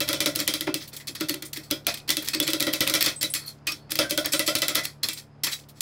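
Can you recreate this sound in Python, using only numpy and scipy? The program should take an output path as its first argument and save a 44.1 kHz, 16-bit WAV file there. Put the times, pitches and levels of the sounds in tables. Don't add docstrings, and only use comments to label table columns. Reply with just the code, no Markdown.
import sys
import numpy as np
from scipy import signal
from scipy.fft import rfft, irfft, next_fast_len
from scipy.io import wavfile
from scipy.ndimage import uniform_filter1d, map_coordinates

SR = 44100
rng = np.random.default_rng(int(sys.argv[2]) if len(sys.argv) > 2 else 0)


def digitize_waveform(pressure):
    field = np.atleast_2d(pressure).T
    bounded = np.clip(field, -1, 1)
    quanta = np.round(bounded * 32767).astype(np.int16)
    wavfile.write(sys.argv[1], SR, quanta)


def boost(x):
    u = np.asarray(x, float) / 20
    return 10 ** u


N = 256206
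SPAN = 16384
HZ = np.fft.rfftfreq(SPAN, 1 / SR)
T = np.arange(SPAN) / SR

# start_s, crack_db, ring_db, boom_db
FIRM_CHOPS = [(0.004, -16.5, -23.5, -34), (0.0881, -15.5, -25.5, -33), (0.1293, -17.5, -24.5, -34),
              (0.2038, -13.5, -23, -34), (0.259, -13.5, -22, -28.5), (0.3585, -14.5, -31.5, -37),
              (0.4017, -17, -33, -33.5), (0.4767, -12, -22.5, -35), (0.5379, -16, -26.5, -35.5),
              (0.6082, -17.5, -31.5, -36.5), (0.669, -35, -30, -25), (0.7418, -15, -29, -33.5),
              (1.208, -21, -30, -27.5), (1.2943, -15.5, -32.5, -29.5), (1.3411, -23, -39.5, -35.5),
              (1.4223, -28, -38.5, -42), (1.5715, -27, -49, -40.5), (1.703, -41, -39, -54),
              (1.7104, -13.5, -28, -29), (1.8675, -11.5, -26, -42.5),
              (2.0912, -15.5, -24.5, -34.5), (2.1035, -10, -25.5, -41), (2.169, -14.5, -28.5, -32),
                (2.3476, -17.5, -47, -29.5), (2.4005, -11.5, -29, -27.5), (2.4768, -15.5, -25, -30.5),
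                (2.533, -14, -26.5, -28.5), (2.604, -14, -25.5, -32), (2.625, -15.5, -30, -37.5),
                (2.6672, -23, -24, -26.5), (2.7353, -14, -26, -35.5), (2.8061, -12.5, -20, -30.5),
                (2.8749, -13.5, -27, -36), (2.8973, -16, -26.5, -37), (2.9384, -12, -21.5, -35),
                (2.9509, -15.5, -23.5, -34), (3.0252, -11, -56, -40), (3.0607, -14.5, -24.5, -36),
                (3.2286, -13.5, -26.5, -36), (3.719, -26.5, -38, -46),
              (3.9185, -16.5, -40, -40), (3.9547, -19, -31.5, -44), (3.9888, -12, -20, -30),
               (4.0153, -44.5, -31.5, -38), (4.1081, -15, -27.5, -32.5), (4.1759, -14, -24.5, -30.5),
               (4.2581, -15.5, -34, -38.5), (4.3345, -15, -23.5, -31), (4.393, -13, -23, -33),
               (4.4765, -14, -21, -30.5), (4.5521, -13, -23.5, -36), (4.619, -15, -21.5, -37),
               (4.6816, -14, -23.5, -44.5), (4.6915, -23.5, -48.5, -36.5), (4.7537, -10.5, -23.5, -36.5),
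               (5.0862, -17.5, -28.5, -45.5)]
# start_s, crack_db, ring_db, brightness_db
CORNER_TAPS = [(0.076, -33, -31, -12), (0.3512, -26, -57, -5), (0.3879, -39, -26, -6),
               (1.1992, -45, -36.5, -6), (1.2851, -30.5, -28.5, -5), (1.559, -41, -35.5, -7),
               (2.0769, -38, -34, -10), (2.3326, -29, -24.5, -11.5), (2.468, -27, -32, -15),
               (2.5986, -22, -33, -10), (2.729, -25, -61, -3), (2.867, -25.5, -29, -23),
               (3.2095, -37, -28.5, -2), (3.3377, -16, -30.5, 1), (3.893, -62.5, -43, -23),
               (3.904, -36, -32, -2.5), (4.094, -39, -31.5, -3), (4.2445, -40, -26, -16),
               (4.32, -50.5, -27, 1.5), (4.4616, -37, -28.5, 0), (4.7485, -21, -34, -6),
               (4.834, -44, -34.5, -1), (5.4351, -18.5, -25.5, -2)]
# start_s, crack_db, ring_db, brightness_db
LIGHT_TOUCHES = [(0.825, -56, -45.5, -3), (0.875, -40.5, -64, 4), (0.93, -44, -42, -1),
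                 (0.965, -30.5, -45.5, 2), (0.9983, -43, -47, -16), (1.0706, -32, -40, -1),
                 (1.1499, -30.5, -36.5, -10), (1.53, -29, -39, -1.5), (1.633, -52, -47.5, -3),
                 (1.9404, -25.5, -37, -9.5), (1.971, -39.5, -45.5, -6), (2.222, -34, -59, 7),
                 (2.245, -34, -49, 3), (2.2565, -33, -53, -18), (2.2849, -16.5, -32.5, -5.5),
                 (2.426, -26, -29.5, -8), (2.502, -23, -34, -5), (3.0077, -13.5, -21.5, -7.5),
                 (3.3485, -24.5, -27.5, -5), (3.669, -23, -27.5, -6.5), (4.584, -27.5, -45, 2),
                 (4.852, -19, -35, -12.5), (5.0325, -19, -27, -5.5), (5.131, -29, -47, 5),
                 (5.4428, -19.5, -39, -7.5), (5.467, -24, -28, -12.5), (5.686, -47.5, -61, -1),
                 (5.8063, -24, -18.5, 1)]
# pitch_hz, width_hz, level_db
UPRIGHT_BLADE = [(1420, 160, -9), (1986, 40, 3), (2353, 40, -2), (2638, 25, 3), (3058, 30, 0),
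                 (3280, 40, 3), (3500, 60, -1), (3983, 90, -2), (4916, 50, -1), (5400, 60, -4),
                 (7500, 200, -14), (8233, 40, -9), (9900, 250, -13), (10700, 120, -12), (13500, 100, -12)]
# pitch_hz, width_hz, level_db
FLAT_BLADE = [(1160, 240, -14), (1850, 320, -2), (2552, 70, 2), (3300, 150, 0), (4314, 160, 2),
              (4803, 110, 1), (5380, 90, 2), (6400, 120, -8), (7290, 120, -6), (7620, 90, -5),
              (8190, 120, -8), (9800, 150, -9), (10700, 150, -9), (12500, 150, -12), (13000, 120, -10),
              (14100, 120, -12)]
# pitch_hz, level_db (per Hz)
RING_COLOUR = [(300, -5), (800, -11.5), (1400, -4), (1620, -7), (2200, 0.5), (2850, -10), (3300, 2),
               (4500, 1), (6000, -1), (7000, -8), (12000, -13), (15700, -14.5), (16200, -31), (17000, -102)]
# pitch_hz, level_db (per Hz)
CRACK_COLOUR = [(300, -2.5), (1000, -14.5), (2000, -0.5), (4300, 7), (6500, -3), (13000, -1), (15800, -2.5),
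                (16700, -93.5), (17200, -72.5)]
# pitch_hz, level_db, fade_s (to -60 dB)
PAN_BOOM = [(88, -31, 0.2), (126.4, -23.5, 0.54), (162.2, -19, 0.39), (266.6, -17, 0.3), (290.4, -4, 0.16),
            (313, 6.5, 0.16), (335, -7, 0.1), (370, -11, 0.25), (417, -20, .2)]
# pitch_hz, level_db, fade_s (to -60 dB)
PAN_OVERTONES = [(514, -5.5, 0.31), (551.6, -2.5, 0.2), (564.6, -1, 0.13), (585, 4.5, 0.19),
                 (646.4, -12, 0.33), (686, -17.5, 0.33), (1025, -13, 0.2), (1367, -22, 0.055),
                 (1410, -3.5, 0.21)]
# time_s, level_db
PAN_PLACE = [(0, 2), (0.7, -7), (1.2, -10.5), (1.75, -5.5), (1.87, 6), (2.1, -10.5), (2.7, -2.5), (3.1, 1),
             (3.7, -22), (4.0, 1.5), (4.3, 0.5), (4.75, 4.5), (5.1, -29)]
# time_s, climb (share of pitch)
BLADE_LIFT = [(0, 0.044), (.8, 0.028), (1.7, 0.069), (2.4, .03), (3.1, 0.057), (4.0, 0.069), (4.35, 0.15),
              (4.8, 0.13)]
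# peak_s (the push ends, ring-out begins), half_length_s (of the push before it), level_db,
# brightness_db
SLIDES = [(0.821, 0.022, -39.5, -10), (0.937, 0.02, -45, -24), (1.084, 0.0093, -33.5, -6.5),
          (1.459, 0.011, -46, 7), (1.894, .025, -27.5, -13.5), (2.232, 0.021, -39, -18),
          (2.277, 0.0058, -30, -7), (3.051, 0.016, -25.5, -7), (3.083, 0.031, -26.5, -11),
          (3.444, 0.061, -52.5, -25), (3.488, 0.031, -45.5, 0), (3.692, 0.03, -43.5, -24),
          (4.023, 0.02, -33, -22), (4.786, 0.021, -26, -15.5), (5.049, 0.019, -36.5, -27.5),
          (5.184, 0.022, -40.5, -3), (5.532, 0.024, -33.5, -1.5), (5.597, 0.029, -54, -0.5),
          (5.783, 0.037, -58, -3)]
# start_s, pitch_hz, level_db, life_s
BLADE_TONES = [(1.0, 2000, -46.5, 0.069), (1.712, 3300, -34, 0.14), (3.469, 10300, -44, .08),
               (3.465, 13000, -46, .09), (3.46, 13600, -46.5, .1), (3.465, 13990, -51, .09),
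               (3.672, 2490, -25.5, 0.1), (3.672, 3100, -33, .06), (3.3, 9832, -33, 0.065),
               (3.672, 8100, -34.5, 0.064), (3.3, 8200, -40, 0.16), (5.436, 2000, -35, 0.094),
               (5.486, 7300, -39, 0.048), (5.089, 7600, -42, 0.11), (0.0044, 2600, -34, 0.077),
               (0.47, 3200, -34, 0.18), (0.52, 4200, -59, .13), (1.074, 4300, -33, 0.065),
               (1.71, 5040, -36.5, 0.15), (1.866, 2490, -38, 0.27), (1.87, 685, -35, 0.17),
               (1.712, 580, -45, .15), (3.99, 575, -24, 0.15), (4.477, 520, -35, 0.14),
               (4.176, 590, -33, .1), (5.437, 950, -44, 0.13), (4.7, 1300, -38.5, .1),
               (2.401, 3430, -23, 0.082), (2.429, 7600, -41, 0.14), (2.624, 1930, -39, 0.3),
               (2.628, 3390, -41, 0.08), (3.16, 8190, -35.5, 0.13), (3.24, 3930, -24, 0.071),
               (3.21, 7400, -34, 0.095), (3.673, 4800, -34, .16), (3.718, 5500, -31.5, 0.071),
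               (3.718, 4400, -57, 0.39), (4.032, 1560, -38, 0.22), (4.176, 1475, -34.5, 0.13),
               (4.36, 8900, -35.5, 0.14), (3.69, 1210, -39, 0.1), (4.78, 2000, -32.5, 0.2),
               (5.032, 4200, -21, 0.052), (5.034, 5380, -33, 0.08), (5.434, 5460, -28, 0.11),
               (5.525, 3900, -31.5, 0.091)]
# start_s, length_s, first_hz, last_hz, final_db
SQUEALS = [
    (3.406, 0.09, 4380, 4270, -37.5),
    (3.407, 0.083, 1340, 1310, -54),
]
# start_s, level_db, centre_hz, length_s
GRIT_TICKS = [(0.811, -41, 3500, .004), (0.824, -35, 4200, .004), (1.459, -42, 5000, .004),
              (1.846, -51, 4000, 0.0087), (1.973, -34, 3300, 0.0047), (2.0, -41, 3500, .005),
              (3.585, -60, 4500, .006), (3.684, -27, 3200, 0.0063), (5.039, -21, 4240, 0.0052),
              (5.174, -34, 4000, .003), (5.187, -35, 4500, 0.0035), (5.197, -35, 5000, .003),
              (5.468, -28.5, 1250, 0.0051), (5.522, -26, 4000, .004), (5.531, -23, 3800, 0.0053),
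              (5.588, -47, 2100, .004), (5.598, -46, 4200, .004), (5.636, -54.5, 4100, .01),
              (0.671, -30.5, 1900, 0.014), (0.676, -34, 900, 0.023), (4.333, -21, 6000, .003),
              (5.03, -27.5, 4800, 0.0036), (5.444, -26, 5610, 0.0052), (1.091, -44.5, 280, 0.035),
              (1.082, -34, 4400, .008), (2.627, -24, 3300, .005), (3.065, -21.5, 4000, .004),
              (1.715, -27, 4000, 0.0012), (5.44, -24, 5400, .003)]
# multiple (of the shaft rate), level_db (rms)
HUM_ORDERS = [(2, -64.5), (3, -60.5), (4, -53.5), (6, -62), (8, -64), (10, -96.5), (12, -88)]
# time_s, level_db
MACHINE_LEVEL = [(0, 8), (1, 1), (2, 3), (3, 1.5), (4, 2.5), (4.8, 2.5), (5.1, 0), (5.81, 0.5)]
# pitch_hz, level_db (per Hz)
ROOM_COLOUR = [(15, -37), (28, -10), (52, -36), (85, -15), (165, -11), (186, -26), (240, -16), (500, -18),
               (1300, -26), (4000, -42), (4600, -42), (5000, -33), (5500, -46), (8000, -54), (11500, -58),
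               (13000, -75)]


def unit(x):
    return x / np.sqrt(np.mean(x ** 2) + 1e-20)


def along(points, hz):
    f, v = np.transpose(points)
    return np.interp(np.log(hz + 1), np.log(f + 1), v)


def at_time(points, s):
    return np.interp(s, *np.transpose(points))


def wobble(rate):
    knots = rng.standard_normal(int(N * rate / SR) + 4)
    return map_coordinates(knots, [np.arange(N) * rate / SR])


def flicker(size, shape=SPAN, passes=1):
    x = rng.standard_normal(shape)
    for _ in range(passes):
        x = uniform_filter1d(x, size=size)
    return unit(x)


def add(track, s, sound):
    track[max(round(s * SR), 0):][:len(sound)] += sound


def contacts():
    rows = []
    for s, crack_db, ring_db, bright_db in CORNER_TAPS + LIGHT_TOUCHES:
        rows.append((s, crack_db, ring_db, bright_db, ring_db - 19, ring_db - 26.5, False))
    for s, crack_db, ring_db, boom_db in FIRM_CHOPS:
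        crisp_db = 0.54 * (crack_db - ring_db - 13.5)
        dull_db = 0.58 * max(boom_db - ring_db + 5.5, 0)
        bright_db = min(-6.5 + crisp_db - dull_db, 5)
        over_db = boom_db + at_time(PAN_PLACE, s) + 0.26 * (ring_db + 26)
        rows.append((s, crack_db, ring_db, bright_db, boom_db, over_db, True))
    return rows


def crack_burst(crack_db, bright_db, upright):
    sharp_db = 0.24 * (bright_db + 13.0) * np.log2(HZ / 5000 + 0.061)
    burst = unit(irfft(rfft(rng.standard_normal(SPAN)) * boost(along(CRACK_COLOUR, HZ) + sharp_db)))
    chatter = boost(1.65 * flicker(24))
    softness_db = np.clip(-17 - crack_db, 0, 25)
    lasts_s = 0.0026 * boost(0.63 * softness_db) * (1 if upright else 1.54)
    crack = burst * chatter * (1 - np.exp(-T / 0.00065)) * np.exp(-(T / lasts_s) ** 2)
    return crack / np.std(crack[:SR // 300])


def blade_noise(modes, peak_db, scatter_db, detune, bright_db):
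    c, width, db = np.transpose(modes)[:, :, None]
    draw = rng.standard_normal((2, len(modes), 1))
    c = c * (1 + detune * (1 + (c / 5000) ** 2) * draw[0])
    height = boost(db - along(RING_COLOUR, c) + peak_db + scatter_db * draw[1])
    peaks = height ** 2 / (1 + (2 * (HZ - c) / width) ** 2)
    tilt_db = 0.33 * (bright_db + 8.5) * np.log2(np.clip(HZ, 700, 7000) / 4000)
    colour = boost(along(RING_COLOUR, HZ) + tilt_db) * np.sqrt(1 + peaks.sum(0))
    z = rfft(rng.standard_normal(SPAN)) * colour
    high = 1 / (1 + (7000 / (HZ + 1)) ** 10)
    return unit(irfft(z * (1 - high))), unit(irfft(z * high))


def blade_ring(ring_db, bright_db, upright):
    low, high = blade_noise(UPRIGHT_BLADE if upright else FLAT_BLADE,
                            peak_db=8.0 + 0.1 * min(ring_db + 32, 0), scatter_db=3.5,
                            detune=0.004 if upright else 0.006, bright_db=bright_db)
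    ring = low * boost(-60 * T / 0.19) + high * boost(bright_db - 60 * T / 0.2)
    skid = boost(1.12 * flicker(70) * np.exp(-T / 0.011))
    rise_s = 0.0024 if upright else 0.003
    return ring * skid * (1 - np.exp(-T / rise_s))


def pan(modes, rise_s, lift=0, stagger=1):
    c, db, fade_s = np.transpose(modes)[:, :, None]
    draw = rng.standard_normal((3, len(modes), 1))
    t = T[:SPAN // 2]
    drag = flicker(250, passes=2)[:SPAN // 2]
    bend = 1 + 0.0092 * draw[1] - 0.02955 * (c / 500) ** 1.52 * np.exp(-t / 0.0187)
    bend = bend + lift * np.minimum(1, (700 / c) ** 2) * (1 - np.exp(-(t / 0.0506) ** 2))
    start = stagger * np.pi * np.arange(len(modes))[:, None] + 0.75 * draw[2]
    phase = 2 * np.pi * c * np.cumsum(bend, axis=1) / SR + start + 0.29 * drag
    ring = boost(db + 2.65 * draw[0] - 60 * t / fade_s) * np.sin(phase)
    swell = ring.sum(0) * (1 - np.exp(-t / rise_s)) ** 2 * (1 - (t / t[-1]) ** 4)
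    return swell / np.std(swell[:SR // 30])


def chops():
    out = np.zeros(N + SPAN)
    for s, crack_db, ring_db, bright_db, boom_db, over_db, upright in contacts():
        crack = crack_burst(crack_db, bright_db, upright)
        ring = blade_ring(ring_db, bright_db, upright)
        heavy = boom_db > ring_db + 2
        boom = pan(PAN_BOOM, rise_s=0.0027, stagger=0.6 if heavy else 1)
        overtone = pan(PAN_OVERTONES, rise_s=0.0044, stagger=0.702, lift=at_time(BLADE_LIFT, s))
        add(out, s, boost(crack_db - 4.0) * crack + boost(ring_db + 1.5) * ring)
        add(out, s, boost(boom_db - 1.5) * boom + boost(over_db - 3.0) * overtone)
    return out[:N]


def tones():
    out = np.zeros(N + SPAN)
    for s, hz, db, life_s in BLADE_TONES:
        flutter = unit(uniform_filter1d(rng.standard_normal((2, SPAN)), size=300))
        fade_db = 60 * (T / life_s) ** 1.56
        shape = (1 - np.exp(-T / 0.0012)) * boost(db + 3.0 + 1.6 * flutter[0] - fade_db)
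        add(out, s, shape * np.sin(2 * np.pi * hz * T + 0.8 * flutter[1]))
    return out[:N]


def slides():
    out = np.zeros(N + SPAN)
    for s, half, db, bright_db in SLIDES:
        low, high = blade_noise(FLAT_BLADE, peak_db=3.0, scatter_db=2.5, detune=0.0072, bright_db=bright_db)
        push = np.exp(-2 * (T / half - 2) ** 2)
        ring_out = boost(-60 * (T - 2 * half) / (0.087 + 3 * half))
        stroke = np.where(T < 2 * half, push, ring_out)
        grit = boost(1.18 * flicker(60))
        add(out, s - 2 * half, boost(db) * stroke * grit * (low + boost(bright_db) * high))
    return out[:N]


def squeals():
    out = np.zeros(N + SPAN)
    for s, length, first_hz, last_hz, db in SQUEALS:
        done = np.clip(T / length, 0, 1)
        flutter = flicker(120, (2, SPAN), passes=2)
        swell_db = -14 * (1 - done)
        stop_db = -610 * np.maximum(T - length, 0)
        shape = np.minimum(5 * done, 1) * boost(db + 4.9 * flutter[0] + swell_db + stop_db)
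        phase = 2 * np.pi * np.cumsum(first_hz + (last_hz - first_hz) * done) / SR
        add(out, s, shape * np.sin(phase + 0.95 * flutter[1]))
    return out[:N]


def ticks():
    out = np.zeros(N + SPAN)
    t, hz = T[:2048], HZ[::8]
    for s, db, centre_hz, length in GRIT_TICKS:
        octaves = np.abs(np.log2((hz + 1) / centre_hz))
        band = boost(-6.0 * (octaves / 0.39) ** 1.3)
        burst = unit(irfft(rfft(rng.standard_normal(len(t))) * band))
        add(out, s, boost(db) * burst * (1 - np.exp(-t / 0.00065)) * np.exp(-(t / length) ** 2))
    return out[:N]


def compressor(shaft_hz=35.73):
    phase = 2 * np.pi * np.cumsum(shaft_hz * (1 + 0.00061 * wobble(1.74))) / SR
    hum = np.zeros(N)
    for multiple, db in HUM_ORDERS:
        level = boost(db + 1.5 + 1.4 * wobble(9))
        hum += level * np.sin(multiple * phase + rng.uniform(0, 6))
    m = next_fast_len(N)
    colour = boost(along(ROOM_COLOUR, np.fft.rfftfreq(m, 1 / SR)))
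    noise = unit(irfft(rfft(rng.standard_normal(m)) * colour, m)[:N])
    return boost(at_time(MACHINE_LEVEL, np.arange(N) / SR)) * (hum + boost(-57.0) * noise)


def scene():
    steel = chops() + tones() + slides() + squeals() + ticks()
    no_bass = signal.butter(3, 70, "high", fs=SR, output="sos")
    return (signal.sosfilt(no_bass, steel) + compressor())[None]


def low_pass(x):
    return signal.sosfilt(signal.butter(12, 16990, fs=SR, output="sos"), x)


def record(dry):
    m = next_fast_len(N)
    limited = dry / (1 + np.abs(dry / 0.55) ** 4) ** (1 / 4)
    edge = 1 / (1 + (np.fft.rfftfreq(m, 1 / SR) / 16700) ** 120)
    mix = irfft(rfft(limited, m) * edge, m)[:, :N]
    return low_pass(mix)


dry = scene()
out = record(dry)
digitize_waveform(out)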